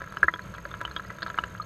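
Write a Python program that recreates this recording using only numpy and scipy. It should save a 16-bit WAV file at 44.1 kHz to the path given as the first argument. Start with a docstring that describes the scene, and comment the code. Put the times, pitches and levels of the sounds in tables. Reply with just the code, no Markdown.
"""A small stream trickles over rocks, hollow and dull through a camera's closed waterproof case.
From the start, drops plop into a pool and trapped air bubbles plink, over a bed of low rush, fine
patter and the faint pulsing whine of the camera's electronics. A quarter second in, big bubbles gulp
and the water heaves. Lighter drops follow, bunch into a flurry from 1.2 s, and give way to one soft
gulp at 1.6 s."""
import sys
import numpy as np
from scipy import signal
from scipy.fft import rfft, irfft
from scipy.io import wavfile
from scipy.ndimage import uniform_filter1d

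SR = 44100
rng = np.random.default_rng(int(sys.argv[2]) if len(sys.argv) > 2 else 0)


def to_wav(sig):
    """Store sig (one row per channel, or 1-D mono) as 16-bit WAV at the path in sys.argv[1].

    Samples outside -1..1 are clipped; the rate is SR.
    """
    pcm = np.clip(np.atleast_2d(sig), -1, 1) * 32767
    pcm = np.round(pcm).astype(np.int16)
    wavfile.write(sys.argv[1], SR, pcm.T)  # frames by channels


N = 72765
T = np.arange(N) / SR

# tone of the current's rush: (frequency [Hz], relative level [dB])
RUSH_EQ = [(20, -12), (42, -13), (59, 5), (80, -7), (103, 3), (128, -2), (165, -1), (192, 1), (230, -15),
           (600, -11), (790, -24), (980, -14), (1450, -19), (2400, -22), (3600, -32), (5300, -39),
           (7500, -37.5), (13500, -49), (15000, -64)]
# big bubbles: (time [s], pitch [Hz], level [dB], t60 [s], pitch rise over t60 [fraction])
GULP_CUES = [(.2298, 1490, 6.5, .012, .42), (.2790, 1560, -22, .025, .1), (.2838, 1850, -4.5, .022, .07),
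             (1.5985, 1225, -18.5, .046, .02)]
# small bubbles: (time [s], pitch [Hz], level [dB], t60 [s])
PLINK_CUES = [(.0170, 530, -36, .06), (.0400, 2100, -42, .04), (.1700, 2900, -26, .01),
              (.1840, 5250, -43, .016), (.3385, 3290, -20, .012), (.4190, 4250, -42, .02),
              (.5520, 3250, -39, .02), (.5810, 1880, -36, .035), (.6545, 560, -32, .055),
              (.7130, 3500, -36, .02), (.8510, 2990, -17, .015), (.9120, 4150, -36, .022),
              (.9633, 3220, -19, .016), (.9640, 3620, -25, .015), (1.0490, 1900, -37, .04),
              (1.0690, 4850, -43, .014), (1.0980, 1950, -34, .045), (1.2210, 3950, -27, .013),
              (1.2280, 4200, -17.5, .007), (1.2295, 4700, -25, .009), (1.3000, 6800, -35, .009),
              (1.3768, 2150, -27, .016), (1.3872, 2850, -20, .018), (1.4380, 2850, -25, .015),
              (1.4695, 6800, -43, .015), (1.6185, 4180, -34, .02)]
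# low heave of the water under the first gulp: (time [s], pitch [Hz], level [dB], t60 [s])
HEAVE_CUES = [(.238, 75, -28, .11), (.237, 380, -17, .028)]
# drops hitting the pool: (time [s], plop level [dB], knock level [dB], splash level [dB])
DROP_CUES = [(.0068, -28, -41, -50), (.0176, -22, -34, -44), (.0405, -29, -41, -52), (.0750, -29, -41, -53),
             (.1232, -28, -38, -45), (.1398, -30, -42, -55), (.1703, -17, -32, -42),
             (.2299, -13, -18.5, -52), (.2388, -21, -26, -39), (.2425, -22, -28, -46),
             (.2825, -2.5, -20, -41), (.3384, -19, -23, -36), (.3595, -27, -39, -52),
             (.3929, -22, -36, -50), (.5395, -29, -41, -46), (.5486, -29, -41, -45), (.5820, -29, -34, -48),
             (.6529, -21, -32, -42), (.7143, -28, -39, -48), (.7402, -21, -32, -38), (.8064, -27, -35, -47),
             (.8135, -18, -24, -38), (.8506, -21, -31, -37), (.8776, -28, -40, -48), (.9121, -29, -41, -47),
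             (.9639, -19, -26, -35), (.9963, -21, -35, -49), (1.0492, -31, -42, -53),
             (1.1031, -24, -32, -46), (1.1852, -30, -41, -46), (1.2210, -23, -35, -37),
             (1.2285, -17.5, -27, -31), (1.2635, -19.5, -28, -39), (1.2711, -26, -37, -37),
             (1.2805, -28, -39, -43), (1.3008, -20.5, -30, -36), (1.3432, -25, -37, -45),
             (1.3773, -20, -33, -44), (1.3864, -7.5, -26, -33), (1.4377, -16, -28, -35),
             (1.5502, -26, -39, -52)]
# sharp ticks of spray: (time [s], peak level [dB])
TICK_CUES = [(.1230, -50), (.2390, -43), (.8125, -43), (1.2650, -51), (1.3865, -51)]
# tone of a tick: (frequency [Hz], relative level [dB])
TICK_EQ = [(3000, -14), (7500, -5), (9000, -7), (10600, 0), (12500, -16), (15000, -30)]
# tone of a splash: (frequency [Hz], relative level [dB])
SPLASH_EQ = [(300, -30), (2300, -13), (2950, -2), (3650, 0), (4400, -1), (5500, -16), (6900, -18),
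             (8800, -34), (15000, -50)]
# tone of a drop's knock through the case: (frequency [Hz], relative level [dB])
KNOCK_EQ = [(40, -12), (250, -3), (400, 2), (560, 1), (780, -8), (960, 0), (1500, -3), (2050, 5),
            (2400, -2), (3000, -12), (5500, -35), (14000, -58)]
# resonances of the case: (pitch [Hz], level against the knock [dB], t60 [s])
CASE_RINGS = [(190, -27, .2), (325, -21, .08), (420, -18, .04), (485, -19, .06), (555, -18, .07),
              (635, -22, .05), (986, -11.5, .09), (1320, -19, .05)]

WHINE_HZ, WHINE_PULSE_HZ, WHINE_ON_S, WHINE_OFFSET_S = 6455, 47.96, .0085, .0177
FIZZ_PER_S, FIZZ_LOW_HZ, FIZZ_HIGH_HZ = 70, 1700, 5000
GULP_SWELL_S, PLINK_SWELL_S, PLINK_RISE = .0014, .0009, .08
PLOP_HZ, PLOP_S, PLOP_RISE, PLOP_SPREAD = 1280, .0028, .26, .055  # rise and spread: fractions of pitch
PLOP_LEAD_S = .0004  # the impact lands just ahead of its splash
TAIL_DB, TAIL_T60_S = -13, .045
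FLUTTER_S, FLUTTER_DB = .00302, -8.5  # per round trip of the echo in the case


def undb(db):
    """Decibels to gain."""
    return 10 ** (np.asarray(db) / 20)


def level(x, db):
    """Set the rms level."""
    return x * undb(db) / np.sqrt(np.mean(x ** 2))


def fade(t, t60):
    """Exponential decay, 60 dB down after t60 seconds."""
    return np.exp(-np.log(1000) * t / t60)


def add(out, s, x):
    """Mix a sound in at s seconds."""
    i = min(max(int(s * SR), 0), N)
    out[i:i + len(x)] += x[:N - i]


def through(x, response):
    """Pass a sound through an impulse response."""
    return signal.fftconvolve(x, response)[:N]


def colour(eq, size=8192):
    """Minimum-phase impulse response of an EQ curve, with peak 1."""
    hz, db = np.array(eq).T
    bins_hz = np.maximum(np.arange(size // 2 + 1) * SR / size, 1)
    gain = undb(np.interp(np.log(bins_hz), np.log(hz), db))
    cepstrum = irfft(np.log(gain))
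    cepstrum[1:size // 2] *= 2
    cepstrum[size // 2 + 1:] = 0
    response = irfft(np.exp(rfft(cepstrum)))
    return response / np.abs(response).max()


def drift(rate_hz):
    """Slow random wander with a spread near 1."""
    step = int(SR / rate_hz)
    return uniform_filter1d(np.repeat(rng.standard_normal(N // step + 1), step), step)[:N]


def shower(per_s, spread_db):
    """Randomly timed clicks of uneven size and polarity."""
    hits = rng.random(N) < per_s / SR
    gains = undb(spread_db * np.clip(rng.standard_normal(N), -2, 2))
    return hits * gains * np.sign(rng.standard_normal(N))


def space(x, size=4096):
    """Rocks and water surface add a short diffuse tail; then the sound flutters to and fro in the case."""
    t = T[:size]
    tail = rng.standard_normal(size) * fade(t, TAIL_T60_S) * np.minimum(t / FLUTTER_S, 1) ** 2
    tail *= undb(TAIL_DB) / np.linalg.norm(tail)
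    tail[0] = 1  # the direct sound
    trips, offset = np.divmod(np.arange(size), round(FLUTTER_S * SR))
    flutter = (offset == 0) * undb(FLUTTER_DB * trips)
    return through(x, through(tail, flutter))


def whine():
    """The electronics whistle in short regular pulses, with a softer octave on top."""
    pulse_age = (T - WHINE_OFFSET_S) % (1 / WHINE_PULSE_HZ)
    gate = uniform_filter1d(1. * (pulse_age < WHINE_ON_S), size=30)
    phase = 2 * np.pi * np.cumsum(WHINE_HZ + 20 * drift(rate_hz=100)) / SR
    return gate * (undb(-56.5) * np.sin(phase) + undb(-64.5) * np.sin(2 * phase))


def current():
    """The bed of the stream: a low, gently surging rush."""
    response = colour(RUSH_EQ)
    noise = rng.standard_normal(N + len(response) - 1)
    rush = signal.fftconvolve(noise, response, mode="valid")
    surge_db = 1.5 * drift(rate_hz=14)
    return level(rush * undb(surge_db), db=-44.6)


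def patter():
    """Fine droplets lay down a texture of tiny plops under a bright mist of spray."""
    droplets = through(shower(per_s=200, spread_db=2.8), plop(db=0, knock_db=-11, hz=PLOP_HZ))
    droplets = space(droplets)
    mist = through(shower(per_s=260, spread_db=4), colour(SPLASH_EQ))
    return level(droplets, db=-51) + level(mist, db=-67)


def fizz():
    """Faint bubbles of mixed sizes ring at random, the higher ones softer."""
    out = np.zeros(N)
    for when, height, strength in rng.random((int(FIZZ_PER_S * N / SR), 3)):
        hz = FIZZ_LOW_HZ * (FIZZ_HIGH_HZ / FIZZ_LOW_HZ) ** height
        accent_db = 4 * min(-np.log(1 - strength), 3)  # a few poke out
        db = -53 + accent_db - 6 * height
        add(out, when * N / SR, bubble(hz, db, t60=.018))
    return out


def bubble(hz, db, t60, swell_s=PLINK_SWELL_S, rise=PLINK_RISE):
    """Trapped air swells into ringing and dies away, bending up by the fraction rise over t60."""
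    t = T[:int(1.5 * t60 * SR)]
    envelope = (1 - np.exp(-(t / swell_s) ** 2)) * fade(t, t60)
    return undb(db) * envelope * np.sin(2 * np.pi * hz * t * (1 + rise * t / t60 / 2))


def bubbles():
    """Close up, big bubbles gulp and small ones plink; the first gulp heaves the water."""
    out = np.zeros(N)
    for s, hz, db, t60, rise in GULP_CUES:
        add(out, s, space(bubble(hz, db, t60, GULP_SWELL_S, rise)))
    for s, hz, db, t60 in PLINK_CUES:
        add(out, s, space(bubble(hz, db, t60)))
    for s, hz, db, t60 in HEAVE_CUES:
        add(out, s, bubble(hz, db, t60, swell_s=.004, rise=0))
    return out


def spatter(eq, peak_db, t60):
    """Flung spray: a short burst of coloured noise."""
    noise = rng.standard_normal(size=512)
    t = T[:len(noise)]
    attack = 1 - np.exp(-t / .001)
    spray = through(noise * attack * fade(t, t60), colour(eq))
    return undb(peak_db) * spray / np.abs(spray).max()


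def plop(db, knock_db, hz):
    """A drop opens a cavity that chirps upward, and its hollow knock sets the case ringing."""
    knock = colour(KNOCK_EQ)
    t = T[:len(knock)]
    age = np.minimum(t / PLOP_S, 1)
    cavity = np.sin(np.pi * age) ** 2 * np.cos(2 * np.pi * hz * t * (1 + PLOP_RISE * age / 2))
    rings = sum(undb(ring_db) * fade(t, t60) * np.cos(2 * np.pi * ring_hz * t)
                for ring_hz, ring_db, t60 in CASE_RINGS)
    rings *= 1 - np.exp(-(t / .001) ** 2)  # soft attack
    contact_s = .0002 * (1 + 2.5 * undb(db))  # big drops push longer, so they sound rounder
    push = np.sin(np.pi * np.minimum(t / contact_s, 1)) ** 2
    return through(undb(db) * cavity + undb(knock_db) * (knock + rings), push / push.sum())


def drops():
    """Foreground drops hit the pool, each a plop topped with a splash; a few sharp ticks add edge."""
    out = np.zeros(N)
    for s, db, knock_db, splash_db in DROP_CUES:
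        hz = PLOP_HZ * (1 + PLOP_SPREAD * rng.standard_normal())
        add(out, s - PLOP_LEAD_S, space(plop(db, knock_db, hz)))
        add(out, s, space(spatter(SPLASH_EQ, splash_db, t60=.009)))
    for s, db in TICK_CUES:
        add(out, s, spatter(TICK_EQ, db, t60=.012))
    return out


def scene():
    """The stream and the camera's whine, mixed in mono."""
    return (drops() + patter() + bubbles() + fizz() + current() + whine())[None]


def record(dry):
    """A steep low-pass shaves off the top end."""
    top_hz = 14700
    return signal.sosfilt(signal.ellip(8, .2, 70, top_hz, fs=SR, output="sos"), dry)


dry = scene()
out = record(dry)
to_wav(out)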